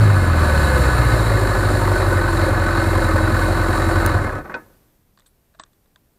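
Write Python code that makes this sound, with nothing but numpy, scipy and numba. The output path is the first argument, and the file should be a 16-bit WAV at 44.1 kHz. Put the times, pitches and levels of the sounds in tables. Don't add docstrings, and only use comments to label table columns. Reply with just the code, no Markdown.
import sys
import numpy as np
from scipy import signal
from scipy.fft import rfft, irfft, next_fast_len
from scipy.io import wavfile
from scipy.ndimage import uniform_filter1d
from numba import njit

SR = 44100
rng = np.random.default_rng(int(sys.argv[2]) if len(sys.argv) > 2 else 0)


def digitize_waveform(pressure):
    field = np.atleast_2d(pressure).T
    bounded = np.clip(field, -1, 1)
    quanta = np.round(bounded * 32767).astype(np.int16)
    wavfile.write(sys.argv[1], SR, quanta)


def voltage_ratio(level):
    return 10 ** (np.asarray(level, float) / 20)


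N = 272582
TIME = np.arange(N) / SR
CUT_S = 4.06
IDLE_HZ, BLIP_HZ = 43.8, 110
TEETH_PER_FIRING = 7.5


def unit(x, until=1.8):
    return x / np.sqrt(np.mean(x[:int(until * SR)] ** 2))


def steady(x, span_s):
    power = uniform_filter1d(x ** 2, int(span_s * SR))
    return x / np.sqrt(power + 1e-4 * np.mean(x ** 2))


@njit
def svf(x, hz, width):
    y, b, l = np.empty(len(x)), 0., 0.
    g, k = np.tan(np.pi * hz / SR), width / hz
    for i in range(len(x)):
        v = (b + g * (x[i] + 1e-18 - l)) / (1 + g * (g + k))
        b, l, y[i] = 2 * v - b, l + 2 * g * v, k * v
    return y


def ring(x, modes):
    out = 0
    for k, (hz, width, db) in enumerate(modes):
        out = out + (-1) ** k * voltage_ratio(db) * svf(x, float(hz), float(width))
    return out


def colour(x, points):
    hz, db = np.transpose(points)
    size = next_fast_len(N)
    bins = np.log(np.arange(size // 2 + 1) * SR / size + 1)
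    gain = voltage_ratio(np.interp(bins, np.log(hz), db, left=-90, right=-90))
    return irfft(rfft(x, size) * gain, size)[:N]


def answer(hz, points):
    points_hz, db = np.transpose(points)
    return np.interp(np.log(hz), np.log(points_hz), db)


def walk(rate):
    k = int(SR / rate)
    held = np.repeat(rng.standard_normal(N // k + 1), k)
    return 1.31 * uniform_filter1d(uniform_filter1d(held, k), k)[:N]


def burst(s, db, t60):
    t = TIME - s
    decay = np.exp(-np.log(1000) * np.maximum(t, 0) / max(t60, .003))
    return voltage_ratio(db) * (t >= 0) * decay * rng.standard_normal(N)


def bell(s, hz, db, t60):
    t = np.maximum(TIME - s, 0)
    return voltage_ratio(db) * np.exp(-np.log(1000) * t / t60) * np.sin(2 * np.pi * hz * t)


def bump(at_s, width_s):
    return np.exp(-((TIME - at_s) / width_s) ** 2)


# loss in dB per s, loss in dB per s squared.
LAYER_LOSS = dict(tone=(40, 40), octave=(37, 40), uneven=(2.3, 104), chain=(73, 200), clatter=(4, 71.5),
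              air=(31, 0), boom=(0, -26), jangle=(5, 0))


def fade(layer):
    since = np.clip(TIME - CUT_S, 0, 1)
    linear, square = LAYER_LOSS[layer]
    return -linear * since - square * since ** 2


# time in seconds, firing rate in Hz.
FIRING_RATE = [(0, 109.9), (.15, 96), (.3, 84.3), (.45, 77.5), (.6, 72.4), (.75, 68), (.9, 62.3),
               (1.05, 58.3), (1.2, 55.8), (1.35, 52.8), (1.65, 49.2), (1.9, 48.5), (2.25, 44.9),
               (2.55, 44.5), (2.7, 45.1), (3.0, 44.4), (3.17, 42.2), (3.45, 44.5)]


def crank():
    hz = np.interp(TIME, *np.transpose(FIRING_RATE + [(3.8, IDLE_HZ)]))
    hz = uniform_filter1d(hz, size=4000, mode="nearest")
    rev = np.clip((hz - IDLE_HZ) / (BLIP_HZ - IDLE_HZ), 0, 1)
    sag_hz_per_s = 32
    return np.maximum(hz - sag_hz_per_s * np.maximum(TIME - CUT_S, 0), 10), rev


# frequency in Hz, level in dB per Hz.
FLOOR_SPECTRUM = [(12, -35.5), (20, 1.5), (122, -3.5), (479, -14), (599, -15.5), (708, -17.5), (1080, -21),
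                  (1240, -23), (1830, -24.5), (3100, -28.5), (6950, -30), (8450, -29.5), (10300, -30),
                  (12000, -22.5), (13200, -26.5), (15600, -28)]


def camera(rev):
    hiss = unit(colour(rng.standard_normal(N), FLOOR_SPECTRUM)) * voltage_ratio(-62)
    whistle = voltage_ratio(-83 + 1.0 * walk(7.4)) * np.sin(2 * np.pi * 8613 * TIME)
    whistle = whistle + voltage_ratio(-85 + 2.5 * walk(9)) * np.sin(2 * np.pi * 12306 * TIME)
    hold_s, release_s = 4.585, 0.47
    lift_db = 10.5 * rev + 9.5 * np.clip(1 + (hold_s - TIME) / release_s, 0, 1)
    return (hiss + whistle) * voltage_ratio(lift_db)


# start in seconds, peak in dB, bright part relative to the peak in dB, ring in seconds.
LOCK_CLICKS = [(5.174, -52, -6, 0.024), (5.188, -54, -6, 0.022), (5.1965, -54, 2, 0.01),
               (5.204, -54, -5, .02), (5.22, -54, -12, .01), (5.260, -59, 1.5, 0.073),
               (5.540, -61, -8, 0.028), (5.547, -51, -11, 0.038), (5.589, -52, -12, 0.032),
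               (5.594, -48, -9, .02), (5.597, -36, 0, 0.018), (5.605, -49, -7, 0.046),
               (5.614, -53, -18, 0.17), (5.636, -41.5, 1, 0.013), (5.660, -56, -13.5, .04),
               (5.732, -62.5, -0.5, 0.023), (5.858, -60, -9, .02), (5.9595, -48, -4, 0.012)]
# frequency in Hz, width in Hz, level in dB.
LOCK_MODES = [(313, 29, -5), (595, 73, -1.5), (1150, 160, 4), (1655, 300, 2), (1910, 190, 0),
              (2500, 250, -13)]
# frequency in Hz, width in Hz, level in dB.
PIN_MODES = [(3620, 540, 4), (4560, 1100, -1.5), (5870, 2150, -7), (7360, 1100, -2), (7930, 840, -2.5)]
# start in seconds, frequency in Hz, level in dB, ring in seconds.
KEY_PARTIALS = [(5.262, 8170, -54, 0.08), (5.27, 8170, -55, .07), (5.278, 8170, -54.5, 0.043),
                (5.277, 10100, -60, 0.11), (5.265, 12000, -59, .08), (5.268, 3770, -61, .03),
                (5.614, 8060, -43, 0.038), (5.636, 5700, -44, .012), (5.547, 640, -57, .04),
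                (5.73, 7940, -72, .08)]
# start in seconds, frequency in Hz, level in dB, ring in seconds.
BARREL_PARTIALS = [(5.5985, 1109, -29, .035), (5.599, 630, -38, .05), (5.599, 323, -46, .05),
                   (5.5995, 1766, -35, .02), (5.6365, 1150, -41, .022), (5.549, 680, -54, .04),
                   (5.9595, 1600, -46, .018), (5.9595, 3530, -52, .012), (5.964, 1017, -58, .06),
                   (5.1965, 8300, -49, .008), (5.1965, 12800, -54, .006)]


def key():
    knock = sum(burst(s + 0.0007, db, t60) for s, db, _, t60 in LOCK_CLICKS)
    for s, db, _, _ in LOCK_CLICKS:
        knock[int((s + .0005) * SR)] += voltage_ratio(db + 15.5)
    tick = sum(burst(s, db + bright_db, 0.96 * t60) for s, db, bright_db, t60 in LOCK_CLICKS)
    jingle = sum(bell(*row) for row in KEY_PARTIALS + BARREL_PARTIALS)
    return voltage_ratio(10.5) * ring(knock, LOCK_MODES) + voltage_ratio(12.5) * ring(tick, PIN_MODES) + jingle


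# frequency in Hz, width in Hz, level in dB.
CASING_MODES = [(224, 10, -22), (310.9, 14.4, -1), (377, 29, -10.5), (529.7, 46, -3.5), (620.3, 22.3, -8),
                (715.4, 24, -4), (919.3, 25.6, -10), (1024, 34, -3), (1151, 41.5, -8), (1262, 27, -1.5),
                (1504.5, 29.7, -3), (1697, 15.3, -3.5), (1808, 99, -21), (2122, 11, -8), (2484, 56, -24.5),
                (2592, 22, -22.5)]


def casing_ring(blows):
    return ring(blows, CASING_MODES)


# frequency in Hz, level in dB per Hz.
CASING_COLOUR = [(76, -36), (130, -10), (238, -6.5), (360, -2.5), (429, -9), (531, -8.5), (805, -5),
                 (1510, -6.5), (2000, -12), (3200, -48.5), (4160, -77.5), (7040, -120)]


def casing_colour(blows):
    return colour(blows, CASING_COLOUR)


# start in seconds, peak in dB, ring in seconds.
SWITCH_CLICK = [
    (4.0628, -18.5, 0.009),
]
# start in seconds, frequency in Hz, level in dB, ring in seconds.
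SWITCH_PARTIALS = [(4.0627, 1550, -9, .012), (4.0627, 2900, -22, .005), (4.0627, 4200, -20, 0.006),
                   (4.0627, 9300, -14.5, 0.009), (4.0627, 13560, -18, .006), (4.0627, 11600, -19.5, 0.005),
                   (4.0627, 6400, -18, 0.005)]
# start in seconds, peak in dB, ring in seconds.
CRANK_CLUNKS = [
    (4.451, -27, 0.12),
    (4.496, -24, 0.17),
    (4.518, -29, 0.087),
    (4.542, -20.5, 0.16),
]
# start in seconds, frequency in Hz, level in dB, ring in seconds.
CLUNK_PARTIALS = [(4.542, 1513, -21, 0.095), (4.5415, 2490, -27, 0.062), (4.545, 1700, -38, 0.22),
                  (4.548, 501, -26.5, 0.1), (4.546, 940, -29, 0.12), (4.547, 382, -31.5, 0.18),
                  (4.55, 1513, -26, 0.075)]
# start in seconds, frequency in Hz, level in dB, ring in seconds.
GAS_BOOMS = [
    (4.15, 99.3, -13, .45),
    (4.17, 140, -23, .35),
    (4.341, 99.4, -22, .2),
    (4.35, 140, -29, .25),
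]


def stop():
    snap = sum(burst(*row) for row in SWITCH_CLICK)
    blows = sum(burst(*row) for row in CRANK_CLUNKS)
    last_s, last_db, last_t60 = CRANK_CLUNKS[-1]
    crack = burst(last_s, last_db, 0.3 * last_t60)
    noise = rng.standard_normal(N)
    body = casing_ring(blows) / np.std(casing_ring(noise))
    body = body + voltage_ratio(1.0) * casing_colour(blows) / np.std(casing_colour(noise))
    partials = sum(bell(*row) for row in GAS_BOOMS + CLUNK_PARTIALS + SWITCH_PARTIALS)
    bright = partials + voltage_ratio(-2.5) * svf(svf(crack, 3700.0, 1600.0), 3700.0, 1600.0)
    away = svf(svf(burst(4.5, -23.0, 0.71), 140.0, 160.0), 142.0, 160.0)
    return voltage_ratio(-0.5) * svf(snap, 6300.0, 11000.) + voltage_ratio(-8.5) * body + bright + away


# start in seconds, peak in dB, frequency in Hz.
CRANK_KNOCKS = [(0.504, -13.5, 586), (0.627, -19, 622), (0.888, -12.5, 530), (0.953, -14, 589),
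                (0.997, -26, 541), (1.042, -21, 546), (1.168, -9, 600), (1.238, -31, 595),
                (1.276, -19, 528), (1.316, -9, 544), (1.392, -12.5, 540), (1.511, -23, 606),
                (1.711, -11.5, 526), (1.751, -17.5, 614), (1.918, -9.5, 541), (1.961, -16, 608),
                (1.999, -20, 538), (2.081, -12, 552), (2.123, -9, 522), (2.258, -24.5, 554),
                (2.438, -10.5, 530), (2.484, -7.5, 540), (2.739, -28, 603), (2.93, -19, 604),
                (3.019, -13, 536), (3.1, -22.5, 633), (3.159, -6, 541), (3.207, -18, 526),
                (3.391, -12.5, 520), (3.705, -20, 533)]
# start in seconds, peak in dB, frequency in Hz.
COVER_PINGS = [(0.166, -17, 1500), (0.5467, -15, 1500), (0.6374, -15, 1520), (0.6719, -17.5, 1530),
               (0.6978, -16, 1390), (0.7557, -15, 1490), (0.8624, -14, 1520), (0.9702, -16, 1370),
               (1.0954, -18, 1710), (1.1368, -17, 1520), (1.257, -16, 1490), (1.4481, -17, 1510),
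               (1.6297, -17, 1500), (1.6873, -13.5, 1530), (1.957, -17, 1510), (2.1236, -16, 1500),
               (2.2124, -15, 1510), (2.2772, -12, 1510), (2.3905, -16, 1500), (2.5456, -18, 1500),
               (2.6214, -19, 1420), (2.6589, -16.5, 1510), (2.7731, -14, 1530), (2.7965, -13, 1520),
               (3.0215, -15, 1500), (3.0814, -13.5, 1520), (3.2345, -19.5, 1530), (3.274, -15, 1510),
               (3.3662, -15, 1525), (3.4176, -16.5, 1510), (3.6875, -16.5, 1320), (3.7314, -16, 1500),
               (3.896, -15, 1530), (3.959, -14.5, 1480), (4.0302, -16, 1390), (4.0522, -14, 1504),
               (4.0786, -15.5, 1480), (4.1545, -20, 1510), (4.2128, -15.5, 1520), (4.2936, -20, 1640)]


def knocks():
    dull = sum(bell(s - .002, hz, db, .045) for s, db, hz in CRANK_KNOCKS)
    pings = sum(bell(s, hz, db, .05) for s, db, hz in COVER_PINGS)
    return voltage_ratio(-2) * svf(dull, 650.0, 400.) + voltage_ratio(-3) * svf(pings, 1520., 400.)


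def gear(hz):
    level_db = -20.5 - 2.5 * bump(0.21, 0.14) + fade("clatter")
    level_db = level_db - 8 * np.clip((TIME - 4.39) / 0.042, 0, 1)
    air_db = -16.5 + 3.5 * bump(1.0, 0.84) + np.maximum(fade("air"), -11)
    boom_db = np.minimum(fade("boom"), 6)
    jangle_db = 2.5 + 4.5 * np.clip((hz - 53.4) / 8, 0, 1) + np.maximum(fade("jangle"), -4)
    return level_db, air_db, boom_db, jangle_db


# firings between blows, place in the cycle 0-1, frequency in Hz, width in Hz,
# level over the clatter in dB, scatter in dB.
LOOSE_PARTS = [
    (4, .14, 1780, 240, -17.5, 2),
    (2, .75, 560, 60, -12, 4),
]


def slack(firings, level_db):
    out = 0
    for every, place, hz, width, db, scatter_db in LOOSE_PARTS:
        count = np.floor(firings / every + place).astype(int)
        at = np.flatnonzero(np.diff(count)) + 1
        blows = np.zeros(N)
        blows[at] = voltage_ratio(scatter_db * rng.uniform(-1, 1, N // 100)[count[at]])
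        hz, width = float(hz), float(width)
        rung = svf(svf(svf(blows, hz, 2 * width), hz, 2 * width), hz, width)
        out = out + voltage_ratio(db) * unit(rung)
    return voltage_ratio(level_db) * out


# frequency in Hz, level in dB per Hz.
AIR_SPECTRUM = [(1530, -37), (2600, -4.5), (3390, -10.5), (3890, -1.5), (4170, 0), (6050, -14.5),
                (7150, -6.5), (8980, -7.5), (9690, -8), (12400, -8.5), (13400, -14), (15100, -17),
                (16000, -29.5)]
# frequency in Hz, width in Hz, level in dB.
FIN_MODES = [(3930, 93, -4), (4023, 77, -5), (4346, 55, -4.5), (4696, 90, -11), (7330, 78, -11.5),
             (8400, 150, -13.5), (9126, 96, -8)]


def clatter(firings, level_db, air_db, low_db, jangle_db):
    beat = np.exp(-((firings - .55) % 1) / .45)
    scatter_db = 3.0 * np.clip(rng.standard_normal(N // 50), -2, 1.2)
    beat = beat * voltage_ratio(scatter_db[(firings - .55).astype(int)])
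    rattle = rng.standard_normal(N) * (.5 + 1.3 * uniform_filter1d(beat, size=120))
    cycle = np.interp(firings / 4 % 1, np.linspace(0, 1, 161), rng.standard_normal(161))
    blows = steady(rattle, 0.14) + 0.11 * cycle
    metal = unit(casing_ring(blows)) + voltage_ratio(-4.5) * unit(casing_colour(blows))
    low = signal.sosfilt(signal.butter(2, 750, fs=SR, output="sos"), metal)
    jangle = (voltage_ratio(jangle_db) - 1) * svf(metal, 2900.0, 830.0)
    cover = (voltage_ratio(4.5 * bump(.5, 1.0)) - 1) * svf(metal, 1700., 50.)
    high = (metal - low + jangle + cover) / np.std((metal - low)[:SR * 4])
    noise = rng.standard_normal(N) * (1.0 + 0.33 * beat)
    puffs = sum(voltage_ratio(1.9 * walk(14)) * svf(noise, hz, hz * 0.92) for hz in 2800.0 * 1.5 ** np.arange(5))
    air = unit(colour(puffs, AIR_SPECTRUM)) + voltage_ratio(-3.5) * unit(ring(puffs, FIN_MODES))
    return voltage_ratio(level_db) * (high + voltage_ratio(low_db - 3.5) * unit(low) + voltage_ratio(air_db) * unit(air))


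def tank(firings, hz):
    tank_hz, width_hz = 204, 43
    hum = 0
    for order in (3, 5):
        near = np.exp(-((order * hz - tank_hz) / width_hz) ** 2)
        hum = hum + near * np.sin(2 * np.pi * order * firings)
    return np.sqrt(2) * voltage_ratio(-39.5 + 2.5 * walk(6.5) + fade("tone")) * hum


# frequency in Hz, level in dB.
CHAIN_RESPONSE = [(290, -49), (318, -26), (340, -28), (392, -29), (410, -44), (450, -35), (520, -25),
                  (590, -31), (670, -56.5), (830, -62.5)]


def chain(firings, hz):
    whine_db = answer(TEETH_PER_FIRING * hz, CHAIN_RESPONSE) + fade("chain")
    turn = np.pi * (firings + .35)
    throb = 1 + 0.5 * np.sin(turn) + 0.29 * np.sin(turn / 2)
    slap_db, slap = 1.6 * walk(12), .25 * walk(25)
    return voltage_ratio(whine_db + 1.5 + slap_db) * throb * np.sin(2 * np.pi * TEETH_PER_FIRING * firings + slap)


# multiple of the firing rate, level at idle in dB, gain from a quarter of the blip up in dB.
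ENGINE_ORDERS = [(1.25, -43.5, 6), (1.5, -44, 12), (1.75, -42.5, 5), (2.5, -35, -9), (2.75, -37, -9),
                 (3, -42, 4), (3.75, -38, -4), (5, -46, 0), (7, -42, -8), (7.25, -41, -9), (8, -43, -4),
                 (8.5, -45, 1)]


def orders(firings, rev):
    lines = 0
    for order, db, rev_db in ENGINE_ORDERS:
        level_db = db + rev_db * np.minimum(4 * rev, 1) + 2.5 * walk(6) + fade("tone")
        lines = lines + voltage_ratio(level_db) * np.sin(2 * np.pi * order * firings + 1)
    return np.sqrt(2) * lines


# time in seconds, peak in dB.
RICH_CHARGES = [(1.122, -8.5), (1.302, -11), (1.446, -13.5), (1.543, -11), (1.684, -13.5), (1.74, -11.5),
                (1.873, -12), (2.075, -9.5), (2.215, -14), (2.331, -8.5), (2.416, -12), (2.51, -12),
                (2.597, -13.5), (2.69, -12), (2.743, -13), (2.865, -12), (2.957, -9), (3.046, -10),
                (3.137, -11), (3.327, -16), (3.328, -10), (3.51, -11.5), (3.593, -11), (3.692, -12.5),
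                (3.858, -12), (3.963, -9.5), (4.047, -13.5)]


def rich():
    mean_db, delay_s, width_s = -14, .016, .018
    swell = sum(.55 * max(db - mean_db, 0) * bump(s + delay_s, width_s) for s, db in RICH_CHARGES)
    return swell - 1.0


def lump(firings, rev):
    cycles = firings / 4 - .72
    share = rng.uniform(.3, 1.3, N // 100)[(cycles + .5).astype(int)]
    swell = share * np.exp(2.5 * (np.cos(2 * np.pi * cycles) - 1)) - .3
    return 5.5 * np.minimum(5 * rev, 4 * (1 - rev)).clip(0, 1) * swell


# frequency in Hz, level in dB.
PIPE_RESPONSE = [(36, -22), (45, -25.5), (60, -17.5), (78, -15.5), (92, -15.5), (110, -14), (122, -15),
                 (155, -26), (190, -34.5)]


def pipe_levels(firings, hz, rev):
    swell_db = 5 * bump(0, 0.11) + lump(firings, rev)
    rich_db = rich()
    tone_db = answer(hz, PIPE_RESPONSE) + swell_db + fade("tone")
    octave_db = answer(2 * hz, PIPE_RESPONSE) - 4 + swell_db + rich_db + fade("octave")
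    uneven_db = -25 + 4 * rev + rich_db + fade("uneven")
    return tone_db, octave_db, uneven_db


# frequency in Hz, width in Hz, level in dB.
EXHAUST_MODES = [(93.5, 26, 2), (126, 24, -7), (38.5, 14, 2.5), (320, 30, -10), (160, 26, -13)]
CYLINDER_PUSH = [-.2, 0, 1.3, -.9]


def exhaust(firings, hz, rev):
    tone_db, octave_db, uneven_db = pipe_levels(firings, hz, rev)
    count = np.floor(firings).astype(int)
    at = np.flatnonzero(np.diff(count)) + 1
    pulses = np.zeros(N)
    scatter = 0.76 * rng.uniform(-1.6, 1, N // 100)
    pulses[at] = np.take(CYLINDER_PUSH, count[at], mode="wrap") + scatter[count[at]]
    soft = uniform_filter1d(uniform_filter1d(pulses, size=50), size=40)
    high_pass = signal.butter(4, 34, "high", fs=SR, output="sos")
    uneven = steady(signal.sosfilt(high_pass, ring(soft, EXHAUST_MODES)), 0.13)
    rumble = steady(svf(svf(rng.standard_normal(N), 104., 46.), 104., 46.), 0.45)
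    turn, wobble_db = 2 * np.pi * firings, 1.3 * walk(22)
    lag = 2.3 + np.maximum(-3.5 * rev, -1.1)
    tones = voltage_ratio(tone_db) * np.sin(turn) + voltage_ratio(octave_db + wobble_db) * np.sin(2 * turn + lag)
    return np.sqrt(2) * tones + voltage_ratio(uneven_db) * (uneven + voltage_ratio(-4) * rumble)


def scene():
    hz, rev = crank()
    firings = 3.93 + np.cumsum(hz * (1 + .002 * walk(12))) / SR
    levels = gear(hz)
    pipes = exhaust(firings, hz, rev) + orders(firings, rev) + chain(firings, hz)
    running = np.clip((4.53 - TIME) / 0.11, 0, 1)
    engine = running * (pipes + tank(firings, hz) + (1 - rev) * slack(firings, levels[0]))
    engine = engine + clatter(firings, *levels)
    return (engine + knocks() + stop() + key() + camera(rev))[None]


# start in seconds, end in seconds.
DULL_SPANS = [
    (4.532, 4.562),
    (5.590, 5.650),
]


def dull_top(x):
    dull = signal.sosfiltfilt(signal.ellip(8, .1, 50, 8700, fs=SR, output="sos"), x)
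    share = uniform_filter1d(sum(1. * (TIME > a) * (TIME < b) for a, b in DULL_SPANS), size=100)
    return x + share * (dull - x)


def band_limit(x):
    return signal.sosfilt(signal.butter(12, 15760, fs=SR, output="sos"), x)


def record(dry):
    rounded = np.tanh(0.88 * dry) / 0.87
    x = signal.sosfilt(signal.ellip(8, .2, 60, 15700, fs=SR, output="sos"), rounded)
    return band_limit(dull_top(x))


dry = scene()
out = record(dry)
digitize_waveform(out)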